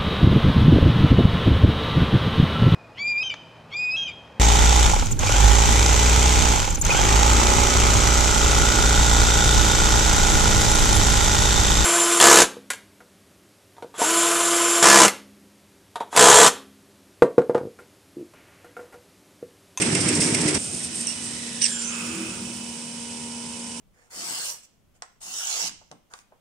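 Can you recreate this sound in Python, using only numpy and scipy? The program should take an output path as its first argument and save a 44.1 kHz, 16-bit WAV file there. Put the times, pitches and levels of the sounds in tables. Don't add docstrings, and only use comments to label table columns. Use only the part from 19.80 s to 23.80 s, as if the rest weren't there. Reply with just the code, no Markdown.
import sys
import numpy as np
from scipy import signal
from scipy.fft import rfft, irfft
from scipy.io import wavfile
from scipy.ndimage import uniform_filter1d

SR = 44100
rng = np.random.default_rng(int(sys.argv[2]) if len(sys.argv) > 2 else 0)


def persist_wave(psi):
    counts = np.round(np.clip(psi, -1, 1) * 32767).astype(np.int16)
    wavfile.write(sys.argv[1], SR, np.atleast_2d(counts).T)


N = 176400
CUT_S, FIRST_THUD_S, TURN_S = .78, .1323, .132
MOTOR_HZ, WHINE_HZ = 78.6, 2969
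ALIKE_BELOW_HZ, TOP_HZ = 800, 15700

# frequency in Hz, relative spectral level in dB.
RUMBLE_SPECTRUM = [(40, -56), (87, -8.5), (155, -3), (205, -5.5), (375, -3), (530, -14), (730, -17),
                   (1100, -22.5), (1820, -48)]
WEB_SPECTRUM = [(530, -17), (900, -11), (1370, -5.5), (2200, -1.5), (4310, -9.5), (5450, -4), (6820, -9.5),
                (7490, -3), (8630, 1.5), (9040, 0), (9820, -18.5), (11200, -17), (11900, -53), (12300, -54),
                (15000, -53)]
SWISH_SPECTRUM = [(1500, -35), (3000, -12), (4300, -8.5), (5400, 1.5), (6600, -4.5), (8700, 7.5),
                  (9800, -5), (12000, -26), (15500, -42)]
SLAP_SPECTRUM = [(900, -20), (1600, -4), (2100, 4.5), (2600, 5.5), (3400, -8), (6000, -25)]
HISS_SPECTRUM = [(1100, -15.5), (1400, -13.5), (1720, -12.5), (2300, -6.5), (2500, -6.5), (2800, -6.5),
                 (3350, -4.5), (3700, -6.5), (4450, -7.5), (5100, -1.5), (5800, -2), (6750, -4.5),
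                 (7400, -2), (8600, 3.5), (9250, 0), (9900, -8), (11200, -16), (12200, -33.5), (15000, -42)]
HALL_SPECTRUM = [(50, -24), (75, -3.5), (130, -0.5), (210, 4.5), (330, -5.5), (450, -8.5), (750, -8.5),
                 (950, -12), (1150, -16), (1700, -49)]
HANDLING_SPECTRUM = [(50, -31), (80, -1), (170, 2), (330, 1), (430, -7), (800, -13)]
RUSTLE_SPECTRUM = [(1200, -32), (2200, -35), (4300, -15), (5600, -10), (6700, -10), (8150, -2), (8700, 6.5),
                   (9700, -12), (11500, -21.5), (13000, -42)]
SCRAPE_SPECTRUM = [(1200, -47), (1800, -3), (3000, -5.5), (4200, -2.5), (5400, 6.5), (7000, -7.5),
                   (8700, 10.5), (9900, -11), (12500, -38)]
SLIDE_SPECTRUM = [(900, -11), (1150, -4), (1500, 0), (1800, -9.5), (2350, -3.5), (2500, 3), (2600, 9),
                  (2720, -3), (3100, -4.5), (4500, -30)]
# frequency in Hz, level in dB.
FRAME_MODES = [(243, -36.5), (306, -35), (917, -49.5)]
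GROAN_MODES = [(194, -35.5), (236, -37), (322, -40), (358, -43)]
# peak time in seconds, decay in seconds, level in dB.
SWISHES = [(0.023, 0.0078, -17.5), (0.155, 0.0043, -18), (0.211, 0.028, -22.5), (0.29, 0.0087, -18.5),
           (0.353, 0.023, -22.5), (0.41, 0.085, -20), (0.551, 0.0039, -20.5), (0.615, 0.0088, -22.5),
           (0.684, 0.016, -21), (.750, .01, -21)]
RUSTLES = [(.80, 0.03, -31), (.845, 0.11, -32.5), (.945, .03, -36), (.988, 0.018, -34),
           (1.051, 0.01, -29.5), (1.16, 0.091, -30.5), (1.215, 0.025, -36), (1.295, 0.053, -36.5),
           (1.44, 0.11, -35), (1.897, 0.046, -28)]
SCRAPES = [(1.824, .018, -20.5), (1.856, .022, -23), (2.022, .012, -30)]
# peak time in seconds, slap level in dB, ring level in dB.
CLACKS = [(.024, -22, -24.5), (.154, -23.5, -24), (.290, -25, -27.5), (.421, -29, -29.5), (0.548, -26, -26),
          (.683, -24, -34)]
# frequency in Hz, decay in seconds, relative level in dB.
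CLACK_MODES = [(2140, .007, 0), (2640, .014, -3)]
# multiple of its rate, base level in dB, left minus right in dB.
HUM_HARMONICS = [(2, -62, 7), (3, -40, 2.5), (5, -60.5, -11), (6, -55, 6), (7, -60.5, 12)]
WHINE_HARMONICS = [(11, -57.5, -17), (12, -51.5, -15), (13, -53, -1)]
# time in seconds, gain in dB.
HUM_NEARNESS = [(.8, -5), (1.4, -4.5), (1.65, -.5), (2.5, 2), (2.75, -2), (4, 1)]
WHINE_NEARNESS = [(.8, -13.5), (2.3, -8), (3, -6.5), (3.5, -3), (4, -3)]
# time in seconds, level in dB.
HISS_LEVELS = [(.8, -36), (1.4, -34.5), (2.2, -34.5), (2.7, -37), (4, -37.5)]
HANDLING_LEVELS = [(.8, -42.5), (.95, -37.5), (1.01, -44.5), (1.19, -43), (1.3, -46), (1.6, -44.5),
                   (1.8, -54), (2.12, -51.5), (2.25, -42.5), (2.7, -44), (3.1, -63)]
SLIDE_LEVELS = [(2.05, -47), (2.12, -36.5), (2.45, -38.5), (2.6, -45.5), (3.05, -50)]
# time in
# seconds, pitch in Hz, level in dB.
RUB_PATH = [(1.0, 1919, -43), (1.45, 1925, -44.5), (1.6, 1960, -39.5), (1.78, 1833, -42),
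            (1.92, 1648, -34.5), (2.04, 1455, -39.5), (2.15, 1307, -39), (2.4, 1258, -43), (2.6, 1338, -44)]
SQUEAK_PATHS = [
    [(1.266, 3100, -40), (1.281, 2740, -30), (1.31, 2800, -31), (1.345, 2650, -48)],
    [(1.815, 2880, -42), (1.821, 2900, -23), (1.836, 3000, -24), (1.848, 2680, -26), (1.868, 2560, -30),
     (1.885, 2480, -44)],
]
WHISTLE_PATHS = [
    [(1.89, 7300, -42), (1.92, 7280, -33), (2.06, 7230, -35), (2.16, 7200, -42), (2.45, 7150, -52)],
    [(2.025, 5950, -46), (2.055, 6160, -31), (2.1, 6260, -33), (2.135, 6700, -47), (2.25, 6930, -47),
     (2.7, 7000, -54)],
    [(2.16, 13680, -60), (2.36, 13950, -61), (2.68, 13950, -66), (2.88, 14550, -67), (3.1, 14700, -75)],
]
# the bandwidth in Hz of one whistle, then of the second whistle's overtone.
WHISTLE_WIDTHS_HZ = [400, 130, 73]
# frequency in Hz, left minus right in dB.
PORT_BALANCE = [(100, -1.5), (400, -0.5), (1300, -0.5), (2400, -7.5), (3500, -2.5), (4400, -8),
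                (5400, -16.5), (7000, -7), (8200, -.3), (9200, -1.1), (15000, 3.5)]


def undb(db):
    return 10 ** (np.asarray(db) / 20)


def pan(db):
    return undb(np.array([[1], [-1]]) * db / 2)


def times():
    return np.arange(N) / SR


def bin_hz():
    return np.arange(N // 2 + 1) * SR / N


def unit(x):
    return x / np.sqrt(np.mean(x ** 2))


def curve(rows, column=1):
    rows = np.array(rows)
    return np.interp(times(), rows[:, 0], rows[:, column])


def per_bin(points):
    hz, value = np.array(points).T
    return np.interp(np.log(bin_hz() + 1), np.log(hz), value)


def walk(rate):
    return unit(irfft(rfft(rng.standard_normal(N)) / (1 + (bin_hz() / rate) ** 4), N))


def noise(spectrum, likeness=0):
    share = 1 - (1 - likeness) * (1 - np.exp(-(bin_hz() / ALIKE_BELOW_HZ) ** 2))
    common = np.sqrt(share) * rfft(rng.standard_normal(N))
    apart = np.sqrt(1 - share) * rfft(rng.standard_normal((2, N)))
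    tapered = [(spectrum[0][0] / 2, -70), *spectrum, (spectrum[-1][0] * 2, -70)]
    return unit(irfft((common + apart) * undb(per_bin(tapered)), N))


def burst(at, rise_s, decay_s):
    age = times() - at
    return np.exp(-(np.minimum(age, 0) / rise_s) ** 2 / 2 - np.maximum(age, 0) / decay_s)


def bursts(rows, rise_s):
    return sum(undb(db) * burst(at, rise_s, decay_s) for at, decay_s, db in rows)


def ping(at, hz, rise_s, decay_s, sag_hz_per_s=0):
    age = times() - at
    return burst(at, rise_s, decay_s) * np.sin(2 * np.pi * (hz * age - sag_hz_per_s * age ** 2 / 2))


def wavering(hz, width_hz, likeness):
    common, left, right = (walk(width_hz / 2) + 1j * walk(width_hz / 2) for _ in range(3))
    drive = np.sqrt(likeness) * common + np.sqrt(1 - likeness) * np.array([left, right])
    return np.real(drive * np.exp(2j * np.pi * np.cumsum(hz * np.ones(N)) / SR))


def glide(path, partials_db, width_hz, likeness):
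    sounding = (times() > path[0][0]) & (times() < path[-1][0])
    gate = uniform_filter1d(sounding.astype(float), size=200)
    tone = sum(undb(db) * wavering(k * curve(path), k * width_hz, likeness)
               for k, db in enumerate(partials_db, 1))
    return tone * gate * undb(curve(path, column=2))


def rolls():
    rumble = noise(RUMBLE_SPECTRUM) * undb(-26.5)
    frame = sum(undb(db) * wavering(hz, width_hz=20, likeness=1) for hz, db in FRAME_MODES)
    return rumble + frame


def paper_web():
    return noise(WEB_SPECTRUM, likeness=.16) * undb(-26.5 + 1.47 * walk(rate=51))


def swishes():
    return bursts(SWISHES, rise_s=.0052) * noise(SWISH_SPECTRUM, likeness=.97)


def clacks():
    rings = sum(undb(db + mode_db) * ping(at, hz, rise_s=.002, decay_s=decay_s)
                for at, _, db in CLACKS for hz, decay_s, mode_db in CLACK_MODES)
    slaps = sum(undb(db) * burst(at, rise_s=.002, decay_s=.0098) for at, db, _ in CLACKS)
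    return rings + slaps * noise(SLAP_SPECTRUM, likeness=.17)


def thud(at):
    swing = (times() - at) / .0008
    push = undb(-18) * swing * np.exp(-swing ** 2 / 2)
    boom = undb(-20.5) * ping(at, hz=164.4, rise_s=.0069, decay_s=.01)
    return push + boom


def motor(harmonics, nearness):
    turns = np.cumsum(MOTOR_HZ * (1 + .00082 * walk(rate=1.9))) / SR
    tones = 0
    for k, db, pan_db in harmonics:
        amplitude = np.sqrt(2) * undb(db + walk(rate=1.6)) * pan(pan_db)
        tones += amplitude * np.sin(2 * np.pi * (k * turns + rng.random()))
    return tones * undb(curve(nearness))


def high_whine():
    band = undb(-53.5) * wavering(WHINE_HZ, width_hz=110, likeness=.076)
    tone = undb(-53 + 3.4 * walk(rate=4.2)) * np.sin(2 * np.pi * WHINE_HZ * times())
    return band + tone


def hall():
    hiss = noise(HISS_SPECTRUM, likeness=.48) * undb(curve(HISS_LEVELS) + .5 * walk(rate=60))
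    return hiss + undb(-45.5) * noise(HALL_SPECTRUM)


def handling():
    return noise(HANDLING_SPECTRUM) * undb(curve(HANDLING_LEVELS))


def slide():
    return noise(SLIDE_SPECTRUM, likeness=.041) * undb(curve(SLIDE_LEVELS))


def rustles_and_scrapes():
    rustle = bursts(RUSTLES, rise_s=.015) * noise(RUSTLE_SPECTRUM, likeness=1)
    scrape = bursts(SCRAPES, rise_s=.0074) * noise(SCRAPE_SPECTRUM, likeness=.84)
    return (rustle + scrape) * undb(2 * walk(rate=490))


def rub():
    return glide(RUB_PATH, partials_db=[-7, -7], width_hz=330, likeness=.037)


def squeaks():
    return sum(glide(path, partials_db=[-9, -3, -1], width_hz=220, likeness=.24) for path in SQUEAK_PATHS)


def jerk(at, hz, db):
    partials_db = [-16, -3, 1]
    return sum(undb(db + partial_db) * ping(at, k * hz, rise_s=.0024, decay_s=.0016, sag_hz_per_s=k * 50000)
               for k, partial_db in enumerate(partials_db, 1))


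def whistles():
    return sum(glide(path, partials_db=[0], width_hz=width, likeness=.79)
               for path, width in zip(WHISTLE_PATHS, WHISTLE_WIDTHS_HZ))


def groan():
    modes = sum(undb(db) * wavering(hz, width_hz=16, likeness=.98) for hz, db in GROAN_MODES)
    return modes * burst(at=2.36, rise_s=.062, decay_s=.25)


def scene():
    machine = rolls() + paper_web() + swishes() + clacks()
    machine += sum(thud(at) for at in np.arange(FIRST_THUD_S, CUT_S, TURN_S))
    motors = motor(HUM_HARMONICS, HUM_NEARNESS) + motor(WHINE_HARMONICS, WHINE_NEARNESS)
    ambience = motors + high_whine() + hall()
    drag = handling() + slide() + rub() + whistles() + groan()
    jerks = jerk(at=1.273, hz=2950, db=-19) + jerk(at=1.844, hz=2800, db=-11)
    grip = (rustles_and_scrapes() + squeaks() + jerks) * pan(-1.5)
    cut = np.clip((times() - CUT_S) / .002, 0, 1)
    return (1 - cut) * machine + cut * (ambience + drag + grip)


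def record(dry):
    gains = pan(per_bin(PORT_BALANCE))
    heard = irfft(rfft(dry) * gains / gains.mean(axis=0), N)
    lowpass = signal.ellip(8, .2, 70, TOP_HZ, fs=SR, output="sos")
    return signal.sosfilt(lowpass, heard)


dry = scene()
out = record(dry)
persist_wave(out)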